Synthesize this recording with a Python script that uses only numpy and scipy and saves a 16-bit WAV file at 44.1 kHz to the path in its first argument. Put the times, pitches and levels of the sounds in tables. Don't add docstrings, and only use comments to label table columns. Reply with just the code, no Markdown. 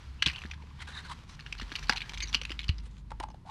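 import sys
import numpy as np
from scipy import signal
from scipy.fft import rfft, irfft, next_fast_len
from scipy.io import wavfile
from scipy.ndimage import uniform_filter1d, map_coordinates

SR = 44100
rng = np.random.default_rng(int(sys.argv[2]) if len(sys.argv) > 2 else 0)


def pcm_store(signal):
    levels = np.round(np.clip(np.atleast_2d(signal), -1, 1) * 32767)
    wavfile.write(sys.argv[1], SR, levels.astype(np.int16).T)


def gain_from_db(level_db):
    decades = np.asarray(level_db, float) / 20
    return 10 ** decades


N = 154350


def unit(x):
    return x / np.sqrt(np.mean(x ** 2) + 1e-20)


def along(points, hz):
    f, value = np.transpose(points)
    return np.interp(np.log(hz + 1), np.log(f + 1), value)


def curve(rows):
    s, value = np.transpose(rows)
    return np.interp(np.arange(N) / SR, s, value)


def wobble(rate):
    knots = rng.standard_normal(int(N * rate / SR) + 4)
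    return map_coordinates(knots, [np.arange(N) * rate / SR])


def filtered(x, response):
    size = next_fast_len(N + 8192)
    return irfft(rfft(x, size) * response(np.fft.rfftfreq(size, 1 / SR)), size)[..., :N]


def noise(spectrum, lo_hz=0):
    x = filtered(rng.standard_normal(N), lambda hz: gain_from_db(along(spectrum, hz)))
    return x / np.std(filtered(x, lambda hz: hz >= lo_hz))


def bump(f, hz, width_hz):
    return 1 / (1 + ((f - hz) / width_hz) ** 2)


def add(out, s, wave):
    at = np.clip(np.round(s * SR).astype(int), 0, N)[:, None] + np.arange(wave.shape[1])
    out += np.bincount(at.ravel(), wave.ravel(), N + wave.shape[1] + 1)[:N]


def bursts(s, db, t60, size=1200, rise=0.0007):
    t, out = np.arange(size) / SR, np.zeros(N)
    envelope = gain_from_db(db[:, None] - 60 * t / t60) * (1 - np.exp(-t / rise)) ** 2
    add(out, s, envelope * rng.standard_normal((len(s), size)))
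    return out


def rings(s, db, hz, t60, size, rise=0.00016):
    t, out = np.arange(size) / SR, np.zeros(N)
    envelope = gain_from_db(db[:, None] - 60 * t / np.reshape(t60, (-1, 1))) * (1 - np.exp(-t / rise))
    add(out, s, envelope * np.sin(2 * np.pi * hz[:, None] * t))
    return out


def patchy(x):
    z = signal.stft(x, nperseg=256)[2]
    field = uniform_filter1d(rng.standard_normal(z.shape), size=4, axis=0)
    field = uniform_filter1d(field, size=7, axis=1)
    return signal.istft(z * gain_from_db(2.8 * unit(field)), nperseg=256)[1][:N]


# (f/Hz, width/Hz, level/dB)
WALL_RIDGES = [(2300, 200, 3), (2870, 83, 5.5), (4300, 210, 1.5), (5920, 237, 8)]


def wall(spectrum):
    def response(f):
        ridges = sum(db * bump(f, hz, width) for hz, width, db in WALL_RIDGES)
        return gain_from_db(along(spectrum, f) + ridges)
    return response


# (t/s, level/dB)
HUM_SWELLS = [(0, -64), (.09, -40), (.2, -49.5), (.3, -35.5), (.37, -69), (.45, -42), (.7, -49),
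              (1.4, -54.5), (1.65, -37), (1.74, -56), (1.84, -36.5), (2.07, -51.5), (2.2, -36),
              (2.4, -42.5), (2.8, -36.5), (2.95, -45.5), (3.2, -40), (3.5, -60)]
# (t/s, f/Hz)
HIGH_TONE = [(.35, 66.76), (.55, 73.23)]
# (t/s, f/Hz)
LOW_TONE = [(1.95, 46.4), (2.15, 50.62)]
# (t/s, share of the lower tone)
TONE_SHIFT = [(1.2, 0.14), (1.5, 0.72)]
# (f/Hz, level per Hz/dB)
AIR_COLOUR = [(15, -16.5), (25, 0.5), (73, -10), (169, -18), (378, -36.5), (495, -44.5), (722, -53),
              (10100, -65.5), (15500, -80.5)]


def hum():
    def tone(hz, drift_hz):
        return np.sqrt(2) * np.sin(2 * np.pi * np.cumsum(hz + drift_hz * wobble(4.7)) / SR)

    def duct(f):
        return f ** 2 / (f ** 2 + 60 ** 2) * (1 + 4.5 * bump(f, 980, 150))

    share = np.clip(curve(TONE_SHIFT), 0, 1)
    lower = share * tone(curve(LOW_TONE), 1.4)
    higher = (1 - 1.14 * share) * tone(curve(HIGH_TONE), 1.1)
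    fan_hz, fan_db, air_db = 147, -64, -53.5
    fan = gain_from_db(fan_db + 5.6 * wobble(12)) * tone(fan_hz, 3.606)
    air = gain_from_db(air_db + 0.4 * wobble(5.8)) * filtered(noise(AIR_COLOUR, 90), duct)
    return gain_from_db(curve(HUM_SWELLS)) * (lower + higher) + fan + air


# (t/s, level/dB)
HANDLING_LEVEL = [(0, -58), (.2, -62.5), (.37, -53.5), (.57, -61.5), (.75, -61.5), (1.0, -57),
                  (1.37, -61.5), (1.74, -52.5), (2.37, -56.5), (2.6, -59.5), (2.75, -61.5), (3.0, -71.5),
                  (3.42, -71)]
# (f/Hz, level per Hz/dB)
CRACKLE_COLOUR = [(240, -47), (400, -6.5), (600, -12), (950, -1), (2430, -5), (4420, -8.5), (6480, -17),
                  (15500, -39)]


def crackle():
    ticks_per_s, spread_db, clump_db = 250, 8.5, 3.5
    u = rng.random((int(ticks_per_s * N / SR), 2)).T
    ticks = bursts(u[0] * N / SR, -spread_db * np.log(u[1] + 0.06), 0.0045, size=200)
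    ticks = unit(filtered(ticks * gain_from_db(clump_db * wobble(17.0)), wall(CRACKLE_COLOUR)))
    hiss = noise(CRACKLE_COLOUR) * gain_from_db(-1.5 + 1.33 * wobble(24.42))
    level_db = curve(HANDLING_LEVEL)
    tick_db = -3 + 0.8 * np.minimum(level_db + 54, 0)
    return gain_from_db(level_db) * (patchy(ticks) * gain_from_db(tick_db) + hiss)


# (start t/s, end t/s, level/dB, low ridge f/Hz, swell/dB)
GLOVE_STROKES = [
    (-0.007, 0.156, -68, 1400, 25),
    (0.776, 0.836, -41.5, 2040, 36),
    (0.868, 0.927, -49.5, 1570, -5.5),
    (0.887, 1.016, -44.5, 1720, 17.5),
    (1.043, 1.202, -67, 1550, -21),
    (1.075, 1.14, -38, 1066, 23),
    (1.278, 1.363, -58.5, 5900, -7.5),
    (2.825, 2.885, -60.5, 8900, 6.5),
    (2.9, 3.018, -69, 6900, 0.5),
    (3.448, 3.526, -48.5, 987, 16.5),
]
# (f/Hz, level per Hz/dB)
RUB_COLOUR = [(450, -17.5), (900, 6.5), (2500, 0.5), (4000, 0), (5500, -7.5), (9500, -14), (14500, -42)]


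def strokes():
    t, out = np.arange(N) / SR, np.zeros(N)
    for start, end, db, ridge_hz, swell_db in GLOVE_STROKES:
        def tone(f):
            ridges = 1 + 2.4 * bump(f, ridge_hz, 0.097 * ridge_hz) + 0.27 * bump(f, 3900, 350)
            return gain_from_db(along(RUB_COLOUR, f)) * ridges

        rub = unit(filtered(rng.standard_normal(N) * gain_from_db(2.74 * wobble(160)), tone))
        edge = np.clip((t - start) / 0.012, 0, 1) * np.clip((end - t) / 0.011, 0, 1)
        remaining = np.clip((end - t) / (end - start), 0, 1)
        out += rub * edge * gain_from_db(db - swell_db * remaining ** 2)
    return out


# (start t/s, end t/s, level/dB, first f/Hz, last f/Hz)
PANEL_QUIVERS = [(.185, 0.232, -55.5, 2750, 2900), (.268, 0.308, -38, 2850, 2760),
                 (.325, 0.407, -49.5, 2700, 2800), (.45, 0.916, -67.5, 1000, 1020),
                 (.79, 0.833, -51.5, 3400, 2780), (.88, 0.906, -55.5, 3800, 3530),
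                 (.915, 1.022, -50.5, 3770, 3950), (1.03, 1.118, -58, 4300, 4060),
                 (1.1, 1.135, -43, 950, 1180), (1.57, 1.635, -59.5, 4300, 4300),
                 (1.78, 1.888, -67, 6000, 5860), (1.8, 1.883, -62, 2700, 2800),
                 (1.895, 1.968, -45, 890, 911), (1.9, 1.962, -53, 2100, 1510),
                 (1.97, 2.09, -58, 1300, 1866), (2.2, 2.255, -49, 2300, 2136),
                 (2.215, 2.248, -47, 6300, 6280), (2.22, 2.248, -49.5, 4500, 4400),
                 (2.27, 2.306, -51.5, 6200, 5910), (2.35, 2.417, -54, 2900, 2860),
                 (3.45, 3.514, -48, 721, 1055)]


def quivers():
    out = np.zeros(N)
    for start, end, db, first_hz, last_hz in PANEL_QUIVERS:
        at = np.arange(round(start * SR), min(round(end * SR), N))
        t = at / SR - start
        u = t / (end - start)
        knots = rng.standard_normal((3, 600))
        band_rate = 11 * np.sqrt(first_hz)
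        re, im = (map_coordinates(k, [t * band_rate]) for k in knots[:2])
        rough = gain_from_db(5.5 * map_coordinates(knots[2], [t * 150]))
        phase = 2 * np.pi * np.cumsum(first_hz + (last_hz - first_hz) * u) / SR
        swell = np.abs(np.sin(np.pi * u)) ** 0.6
        out[at] += gain_from_db(db) * swell * rough * (re * np.cos(phase) + im * np.sin(phase))
    return out


# (f/Hz, level per Hz/dB)
CRACK_COLOUR = [(500, -39.5), (1100, -5), (2200, 0), (3000, 0), (4400, 0), (6200, -14.5), (7500, -18.5),
                (15000, -37.5)]


def snaps(table, treble_db, long):
    s, db, hz = np.transpose(table)
    u = rng.random((len(s), 8)).T
    crack_s, after_s, ring_s = 0.013, 0.011, 0.0084
    crack = bursts(s - 0.0005, 0.92 * db - 5, crack_s * long)
    crack += bursts(s, 1.37 * db + 9.5, 0.0026, rise=0.00013)
    for k in range(3):
        after_db = 0.88 * db - 1.5 - 8 * u[3 + k]
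        crack += bursts(s + after_s * long * (u[k] - 0.3), after_db, crack_s)

    def tone(f):
        return wall(CRACK_COLOUR)(f) * gain_from_db(treble_db * np.clip(f / 6000, 0, 1))

    return patchy(filtered(crack, tone)) + rings(s, db, hz, ring_s * (0.81 + 0.36 * u[6]), size=900)


# (t/s, peak level/dB, ring f/Hz)
GRIP_SNAPS = [(0.2241, -4.5, 2890), (0.2344, -24.5, 2880), (0.2613, -11.5, 3770), (0.2836, -15.5, 2900),
              (0.2989, -20.5, 2430), (0.3606, -24.5, 3050), (0.3839, -32, 2870), (0.4186, -28.5, 2520),
              (0.4375, -27.5, 1880), (0.4544, -31.5, 1780), (0.5139, -24, 2560), (0.5356, -33.5, 1710)]
# (t/s, peak level/dB, ring f/Hz)
BUCKLE_SLIPS = [(.2283, -33.5, 3020), (.2648, -13, 3340), (.2705, -17, 2530), (1.7585, -32.5, 2820),
                (1.9, -27, 1340), (1.961, -25.5, 2600), (1.978, -25, 2620), (2.238, -36.5, 2180),
                (2.298, -42.5, 5960), (2.3293, -24.5, 3500), (2.341, -23, 2300), (2.355, -31, 3040)]
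# (t/s, peak level/dB, ring f/Hz)
SMALL_CREASES = [(.3125, -32, 2430), (.3352, -37, 2900), (.374, -48, 2880), (.411, -46, 3470),
                 (.6215, -47.5, 2260), (1.5807, -40, 4400), (1.5852, -36, 4230), (1.614, -29.5, 1900),
                 (1.694, -41, 1790), (1.704, -41, 2750), (1.74, -53, 2600), (1.794, -57, 3000),
                 (1.836, -38, 3020), (1.842, -38.5, 4100), (1.872, -36.5, 4590), (1.884, -34.5, 4270),
                 (1.91, -27.5, 3310), (1.966, -33.5, 4370), (2.183, -33, 6200), (2.256, -37.5, 3900),
                 (2.291, -38, 3970), (2.371, -38.5, 2920), (2.434, -32.5, 2500), (2.605, -33.5, 2470),
                 (2.615, -36.5, 2940), (2.642, -30.5, 3020), (2.8, -46, 2580), (2.967, -50, 2980),
                 (3.287, -53.5, 6400), (3.302, -52, 6080), (3.313, -52.5, 5200)]
# (t/s, peak level/dB, ring f/Hz)
TURN_SNAPS = [(1.3931, -34, 1750), (1.4078, -35, 4300), (1.4638, -31.5, 1660), (1.5264, -21, 2580),
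              (1.5987, -28.5, 1170), (1.6218, -31.5, 1780), (1.7182, -25, 1640), (1.7543, -17, 2780),
              (1.7875, -27.5, 2670), (1.8272, -32.5, 1740), (1.8956, -6, 1586), (1.9248, -18.5, 1980),
              (1.972, -20.5, 2400), (2.0056, -27.5, 2440), (2.018, -22.5, 2350)]
# (t/s, peak level/dB, ring f/Hz)
RATTLE_SNAPS = [
    (2.0951, -29, 2420),
    (2.1415, -30, 3810),
    (2.175, -28, 2300),
    (2.2039, -25.5, 2470),
    (2.2236, -25, 2240),
    (2.274, -37.5, 4140),
    (2.2844, -39.5, 5940),
]
# (t/s, peak level/dB, ring f/Hz)
SQUEEZE_SNAPS = [(2.3459, -6.5, 2890), (2.4152, -22.5, 2930), (2.4523, -21, 2540), (2.4955, -29, 2260),
                 (2.5045, -27, 2860), (2.518, -23.5, 3000), (2.5919, -20.5, 3720), (2.6314, -36, 3220),
                 (2.6826, -26, 4640), (2.6917, -18.5, 2870), (2.783, -35.5, 5000)]


def wall_cracks():
    cracks = snaps(GRIP_SNAPS, treble_db=-4.5, long=0.92)
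    cracks += snaps(BUCKLE_SLIPS, treble_db=3.5, long=0.73)
    cracks += snaps(SMALL_CREASES, treble_db=3.5, long=0.46)
    cracks += snaps(TURN_SNAPS, treble_db=0.093, long=1.0)
    cracks += snaps(RATTLE_SNAPS, treble_db=6.7, long=0.78)
    return cracks + snaps(SQUEEZE_SNAPS, treble_db=-1, long=0.69)


# (t/s, peak level/dB, f/Hz)
BENCH_THUMPS = [(0.266, -22, 155), (0.271, -26.5, 326), (.45, -27.5, 213), (1.62, -28.5, 234),
                (1.72, -30, 293), (1.896, -20.5, 241), (2.352, -29, 252), (2.505, -27, 318),
                (2.693, -14.5, 81), (3.2, -27, 333), (0.637, -37.5, 454), (.89, -36, 500),
                (2.238, -35.5, 326), (2.417, -30, 510), (2.868, -42.5, 480)]


def thumps():
    s, db, hz = np.transpose(BENCH_THUMPS)
    lower = rings(s, db, hz, 7.67 / hz, size=6000, rise=0.0027)
    return lower + rings(s, db - 9, 1.43 * hz, 5 / hz, size=6000, rise=0.0012)


# (t/s, peak level/dB, click over the ring/dB)
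NECK_TAPS = [
    (1.895, -20.5, -4.5),
    (3.106, -42, -3.5),
    (3.117, -25.5, -19),
    (3.201, -31.5, 0),
    (3.206, -24, -27),
    (3.236, -26.5, -11),
    (3.229, -36.5, -7),
    (3.285, -40, -16),
    (3.303, -41, -14),
    (3.344, -42.5, -14),
]
# (f/Hz, width/Hz, level/dB)
NECK_MODES = [(856, 94, 7.5), (933, 84, -1)]


def taps():
    s, db, click_db = np.transpose(NECK_TAPS)

    def hollow(f):
        modes = sum(gain_from_db(g) * 1j * f * w / (hz * hz - f * f + 1j * f * w) for hz, w, g in NECK_MODES)
        return modes / (1 + (f / 1500) ** 2)

    push = bursts(s - 0.001, db + 22.5, 0.017, rise=0.0017)
    click = bursts(s - 0.002, db + np.minimum(click_db, 0) + 17.0, 0.017, rise=0.0024)
    return filtered(push, hollow) + filtered(click, lambda f: gain_from_db(along(RUB_COLOUR, f)))


def room(x):
    hz, t, z = signal.stft(rng.standard_normal(SR // 3), SR, nperseg=256)
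    t60 = 0.17 * (2000 / (hz[:, None] + 1000)) ** 0.36
    tail = signal.istft(z * gain_from_db(-60 * t / t60), SR, nperseg=256)[1]
    return signal.fftconvolve(np.pad(x, (200, 0)), tail / np.linalg.norm(tail))[:N]


def scene():
    bottle = crackle() + strokes() + quivers() + wall_cracks() + taps()
    room_db, side_db = -15.5, -27
    mid = hum() + bottle + gain_from_db(room_db) * room(bottle) + thumps()
    side = filtered(np.roll(mid, 30), lambda f: (f / 4000) ** 0.8 + 22 * (f > 11500))
    side *= gain_from_db(side_db)
    return np.array([mid + side, mid - side])


def band_limit(x):
    return signal.sosfilt(signal.butter(12, 15750, fs=SR, output="sos"), x)


def record(dry):
    mix = filtered(dry, lambda hz: (hz < 15750) / (1 + (hz / 14500) ** 20))
    return band_limit(mix)


dry = scene()
out = record(dry)
pcm_store(out)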